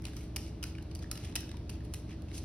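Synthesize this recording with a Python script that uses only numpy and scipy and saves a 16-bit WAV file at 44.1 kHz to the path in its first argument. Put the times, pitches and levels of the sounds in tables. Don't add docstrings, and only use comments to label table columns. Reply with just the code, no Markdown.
import sys
import numpy as np
from scipy import signal
from scipy.fft import rfft, irfft, next_fast_len
from scipy.io import wavfile
from scipy.ndimage import uniform_filter1d

SR = 44100
rng = np.random.default_rng(int(sys.argv[2]) if len(sys.argv) > 2 else 0)


def log_audio(samples):
    frames = np.atleast_2d(samples).T
    limited = np.clip(frames, -1, 1)
    pcm = np.round(limited * 32767).astype(np.int16)
    wavfile.write(sys.argv[1], SR, pcm)


N = 107912


def undb(db):
    return 10 ** (np.asarray(db) / 20)


def level(x, db):
    return x * undb(db) / np.sqrt(np.mean(x ** 2))


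def add(out, start_s, x):
    i = int(start_s * SR)
    out[i:i + len(x)] += x[:N - i]


def colour(x, curve):
    hz, db = np.array(curve).T
    size = next_fast_len(len(x) + 4096)
    bins_hz = np.fft.rfftfreq(size, 1 / SR) + 1
    gain = undb(np.interp(np.log(bins_hz), np.log(hz), db))
    return irfft(rfft(x, size) * gain, size)[:len(x)]


def bright(x, treble_db, corner_hz=6530):
    treble = signal.filtfilt(*signal.butter(2, corner_hz, "high", fs=SR), x)
    return x + (undb(treble_db) - 1) * treble


def ring(x, hz, width_hz):
    return signal.lfilter(*signal.iirpeak(min(hz, .45 * SR), hz / width_hz, fs=SR), x)


def flutter(depth_db, size, smooth_samples):
    return undb(depth_db * level(uniform_filter1d(rng.standard_normal(size), smooth_samples), 0))


def grit(per_s, scatter_db, size):
    chance, polarity, rarity = rng.random((3, size))
    strength = undb(-scatter_db * np.log(rarity + 1e-3))
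    impulses = (chance < per_s / SR) * np.sign(polarity - .5) * strength
    return level(impulses + 1e-9, 0)


def appliance(drum_hz=12.393, thump_s=.073, scatter_turns=.09, throb_db=1):
    # multiple, level_db
    drum_harmonics = [(3, -65), (4, -55), (5, -47), (6, -51), (7, -54), (8, -57), (9, -51), (11, -60),
                      (12, -62), (13, -55), (14, -59), (15, -61), (16, -69), (17, -61), (18, -65),
                      (20, -65), (22, -66), (23, -69), (24, -59), (25, -65), (26, -64), (27, -69),
                      (31, -69), (34, -68), (39, -77), (46, -75), (50, -76)]
    # pitch_hz, level_db
    motor_tones = [(120, -56), (240, -62), (325, -57)]
    # pitch_hz, width_hz, level_db
    casing_modes = [(83.2, 4.8, -53.5), (325.6, 18, -63), (422.4, 12, -65.5), (592, 44, -68)]
    # frequency_hz, gain_db
    air_spectrum = [(25, -16), (42, -8.5), (55, -6), (80, -0.5), (105, -4.5), (150, -11), (260, -10.5),
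                    (310, -8), (460, -20.5), (700, -22.5), (900, -27.5), (1500, -34.5), (4000, -38),
                    (6500, -44.5), (10000, -48.5), (14000, -59)]
    t = np.arange(N) / SR
    turns = drum_hz * (t - thump_s)
    drum = sum(undb(db) * np.cos(2 * np.pi * multiple * (turns + scatter_turns * (rng.random() - .5)))
               for multiple, db in drum_harmonics)
    motor = sum(undb(db) * np.cos(2 * np.pi * (hz * t + rng.random())) for hz, db in motor_tones)
    casing = sum(level(ring(rng.standard_normal(N), hz, width), db) for hz, width, db in casing_modes)
    air = level(colour(rng.standard_normal(N), air_spectrum), db=-48.5)
    low_air = signal.lfilter(*signal.butter(2, 400, fs=SR), air)
    throb = low_air * (undb(throb_db * np.cos(2 * np.pi * turns)) - 1)
    return np.sqrt(2) * (drum + motor) + casing + air + throb


def room(x, gain_db=-9.5, rise_ms=12, band_q=2.04):
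    # frequency_hz, t60_s, level_db
    room_decay = [(1000, 0.52, 1.5), (2730, 0.48, -1.5), (4730, 0.46, 2.5), (10000, 0.11, -6),
                  (16000, 0.34, 1)]
    hz, t60_s, db = np.array(room_decay).T
    t, tail = np.arange(int(.7 * SR)) / SR, 0
    for centre_hz in 500 * 2 ** np.arange(0, 5.1, .5):
        band = ring(rng.standard_normal(len(t)), centre_hz, centre_hz / band_q)
        decay = undb(np.interp(centre_hz, hz, db) - 60 * t / np.interp(centre_hz, hz, t60_s))
        tail = tail + band * decay
    tail *= np.minimum(t * 1000 / rise_ms, 1)
    tail *= flutter(1.2, len(t), smooth_samples=150)
    tail /= np.sqrt(np.sum(tail ** 2))
    return signal.fftconvolve(x, tail)[:N] * undb(gain_db)


def pops(rise_cycles=1.75, roughness=.3, gain_db=-3):
    # start_s, level_db, pitch_hz
    mouth_pops = [(0.6403, -40.5, 1470), (0.7836, -45.5, 1600), (1.042, -43, 1770), (1.1148, -37.5, 1295),
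                  (1.4313, -46.5, 1610), (1.5414, -45.5, 970), (1.6952, -48, 1850), (1.806, -49.5, 1810),
                  (2.1082, -49, 1620)]
    out, t = np.zeros(N), np.arange(SR // 50) / SR
    for start_s, db, hz in mouth_pops:
        age = t * hz / rise_cycles
        envelope = age * np.exp(1 - age)
        noise = level(ring(rng.standard_normal(len(t)), hz, width_hz=hz), db=3)
        wet = np.sin(2 * np.pi * hz * t) + roughness * noise
        add(out, start_s, undb(db + gain_db) * envelope * wet)
    return out


def grinding(scrape_q=1.02):
    # start_s, length_s, level_db, centre_hz, treble_db
    scrapes = [(0.016, 0.11, -55.5, 1900, 7), (0.076, 0.25, -60.5, 2700, 7.5),
               (1.011, 0.035, -55.5, 4400, -12), (1.9, 0.14, -65, 8300, 10), (1.12, 0.25, -54.5, 2500, 1),
               (1.83, 0.04, -64, 3100, 11.5), (2.06, 0.11, -56.5, 2150, -11),
               (2.267, 0.096, -60.5, 2500, -1), (2.326, 0.042, -52, 4700, 1), (2.353, 0.05, -49, 5300, 6.5),
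               (2.34, 0.19, -63.5, 3570, 7), (0.34, 0.21, -60, 4200, 5.5), (0.63, 0.1, -59, 3600, 7.5),
               (1.686, 0.097, -61, 2600, 5)]
    out = np.zeros(N)
    friction = grit(per_s=7500, scatter_db=2.8, size=N + SR)
    friction *= flutter(2.4, N + SR, smooth_samples=200)
    for start_s, length_s, db, hz, treble_db in scrapes:
        swell = np.hanning(int(length_s * SR))
        stroke = friction[int(start_s * SR):][:len(swell)] * swell
        rasp = .5 * bright(stroke, treble_db) + 2 * ring(stroke, hz, hz / scrape_q)
        add(out, start_s, undb(db) * rasp)
    return out


def cracks(rise_ms=.51, fade_ms=1.4, ring_q=10, ring_db=8.5, gain_db=-7.5):
    # start_s, level_db, ring_hz, knock_hz, knock_db, treble_db, length_ms
    cracks_and_echoes = [(0.0204, -54, 5670, 2140, 8.5, 16, 1.8), (0.04, -52.5, 4470, 2170, 18, 5, 4.8),
                         (0.0524, -31.5, 4040, 2870, 7.5, 1.5, 2.5),
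                         (0.067, -40.5, 4110, 2250, 5.5, 2, 2.3), (0.1327, -48, 3380, 1620, 12, 1, 3.5),
                         (0.166, -36.5, 5770, 2380, -6, 5.5, 2), (0.1717, -42, 4370, 1280, -2, 0, 2),
                         (0.3615, -26, 5500, 2800, 2, 7, 1.55), (0.365, -27.5, 4800, 2230, 4, 4.5, 3.4),
                         (0.6275, -32.5, 5030, 2960, 4, 3.5, 5), (0.6379, -28, 4700, 2000, 0, 5, 2.2),
                         (0.751, -49.5, 3240, 2250, 16, -15, 3.4), (0.7827, -50, 4300, 2850, 16, 2, 3.3),
                         (0.8234, -49, 4300, 2300, -4, 4, 5.3), (0.912, -44.5, 4600, 1090, -8, -6, 4.1),
                         (0.9177, -47, 4450, 2520, -11, -7, 1.5),
                         (0.9504, -41.5, 4900, 2820, -21, 13.5, 2.2),
                         (0.955, -38.5, 4660, 1100, -26, 1, 2.8), (0.9646, -57, 3920, 1320, -4, 4, 2.5),
                         (0.9892, -47.5, 4540, 2400, -6, 2, 6.8), (1.0253, -44, 3480, 1370, 16, -2, 2),
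                         (1.1135, -30, 5600, 4200, 3, 14.5, 2.1), (1.1195, -38.5, 5480, 1880, 3, 5, 1.5),
                         (1.1258, -45, 5510, 2780, 4, -8, 2.5), (1.1542, -37, 3940, 1700, 5.5, -3, 3.9),
                         (1.174, -36.5, 4830, 2850, 4.5, 1, 4), (1.2455, -45, 5700, 2900, -5, 2, 4.7),
                         (1.2513, -39, 3520, 2750, -16, 0, 3), (1.3234, -43, 3720, 1100, 10.5, -13, 2.8),
                         (1.3542, -26.5, 3780, 2570, -1, 10.5, 3.8),
                         (1.3596, -23, 5200, 3100, -2.5, -1, 4.1), (1.364, -36, 4760, 2830, -13, -4, 2),
                         (1.3685, -37, 4700, 2520, -3, 6, 1.5), (1.39, -44, 4000, 3100, 7, 3, 1.8),
                         (1.4049, -40.5, 5160, 3100, -12, 10, 3.8), (1.4916, -40, 3720, 1614, -4, -5, 3.2),
                         (1.514, -37.5, 3800, 2200, -7, -4, 3.6), (1.5684, -42.5, 3660, 2480, -2, -2, 3),
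                         (1.6936, -37.5, 4670, 2840, -3, 1, 4.3), (1.6958, -42, 4450, 2830, 1, 7, 7.9),
                         (1.8437, -56, 3696, 1310, -5, 2, 2), (1.9379, -31.5, 4500, 3250, -9, 12, 1.14),
                         (1.942, -35.5, 3750, 2620, -4, 7, 3.4), (2.0935, -50, 6000, 1400, 3, -8, 1.3),
                         (2.106, -51.5, 3020, 1720, 19, -4, 2.3), (2.1155, -51, 3900, 2700, 15, -12, 1.1),
                         (2.128, -49, 3300, 1890, 13, -12, 1.9), (2.221, -44.5, 4450, 1100, 3, 5.5, 0.73),
                         (2.2848, -52, 3860, 2650, 10.5, -12, 2.1),
                         (2.3147, -45.5, 3670, 2220, 13, -7, 1.4), (2.4394, -48, 4840, 2960, -13, -5, 5.5)]
    # pitch_hz, width_hz, level_db
    chew_modes = [(1760, 67, -3), (2564, 100, 1.5), (2920, 83, 7), (3745, 61, -2.5), (4500, 54, 0),
                  (4865, 50, 4), (5250, 137, 3)]
    grip_db, grip_bend = 2.5, .012
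    out, ms = np.zeros(N), np.arange(SR // 25) * 1000 / SR
    for start_s, db, ring_hz, knock_hz, knock_db, treble_db, length_ms in cracks_and_echoes:
        envelope = np.minimum(ms / rise_ms, 1) * np.exp(-np.maximum(ms - length_ms, 0) / fade_ms)
        splits = grit(per_s=9000, scatter_db=1.7, size=len(ms)) * envelope
        splits = level(splits, 0) * np.sqrt(np.mean(envelope ** 2))
        hollow_knock = undb(knock_db) * ring(splits, knock_hz, knock_hz / ring_q)
        ringing = ring(splits, ring_hz, ring_hz / ring_q) + hollow_knock
        grip = rng.standard_normal((len(chew_modes), 2))
        body = sum(undb(mode_db + grip_db * lift) * ring(splits, hz * (1 + grip_bend * bend), width_hz)
                   for (hz, width_hz, mode_db), (lift, bend) in zip(chew_modes, grip))
        burst = bright(splits, treble_db) + undb(ring_db) * ringing + body
        add(out, start_s, undb(db + gain_db) * burst)
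    return out


def sound_field():
    # frequency_hz, gain_db
    chew_spectrum = [(500, -2), (1100, -2.5), (1700, -4.5), (2600, -0.5), (3500, -4), (5200, -4), (7500, 0),
                     (10000, -2.5), (12500, -7), (16000, -19.5)]
    dog = colour(cracks() + grinding(), chew_spectrum) + pops()
    return dog + room(dog) + appliance()


def scene():
    # frequency_hz, gain_db
    unshared_spectrum = [(25, -41), (110, -64), (200, -20), (380, -13), (700, -5), (1300, -5.5),
                         (1800, -13), (3300, -5), (4600, -1.5), (5600, 1), (7200, -21.5), (10500, -42),
                         (13600, -8), (16000, -18)]
    # frequency_hz, lead_rad
    port_lead = [(0, 0), (2200, .3), (3300, .9), (4600, .6), (5400, .7), (6900, 2.9), (7400, 3.2),
                 (10500, 6.2), (13600, 9.4), (16800, 12.6)]
    shared, unshared = sound_field(), colour(sound_field(), unshared_spectrum)
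    size = next_fast_len(N + 4096)
    hz, lead_rad = np.array(port_lead).T
    half_lead = np.exp(.5j * np.interp(np.fft.rfftfreq(size, 1 / SR), hz, lead_rad))
    left = rfft(shared + unshared, size) * half_lead
    right = rfft(shared - unshared, size) / half_lead
    return irfft(np.array([left, right]), size)[:, :N]


def record(dry, cutoff_hz=16300):
    return signal.sosfilt(signal.ellip(8, .2, 70, cutoff_hz, fs=SR, output="sos"), dry)


dry = scene()
out = record(dry)
log_audio(out)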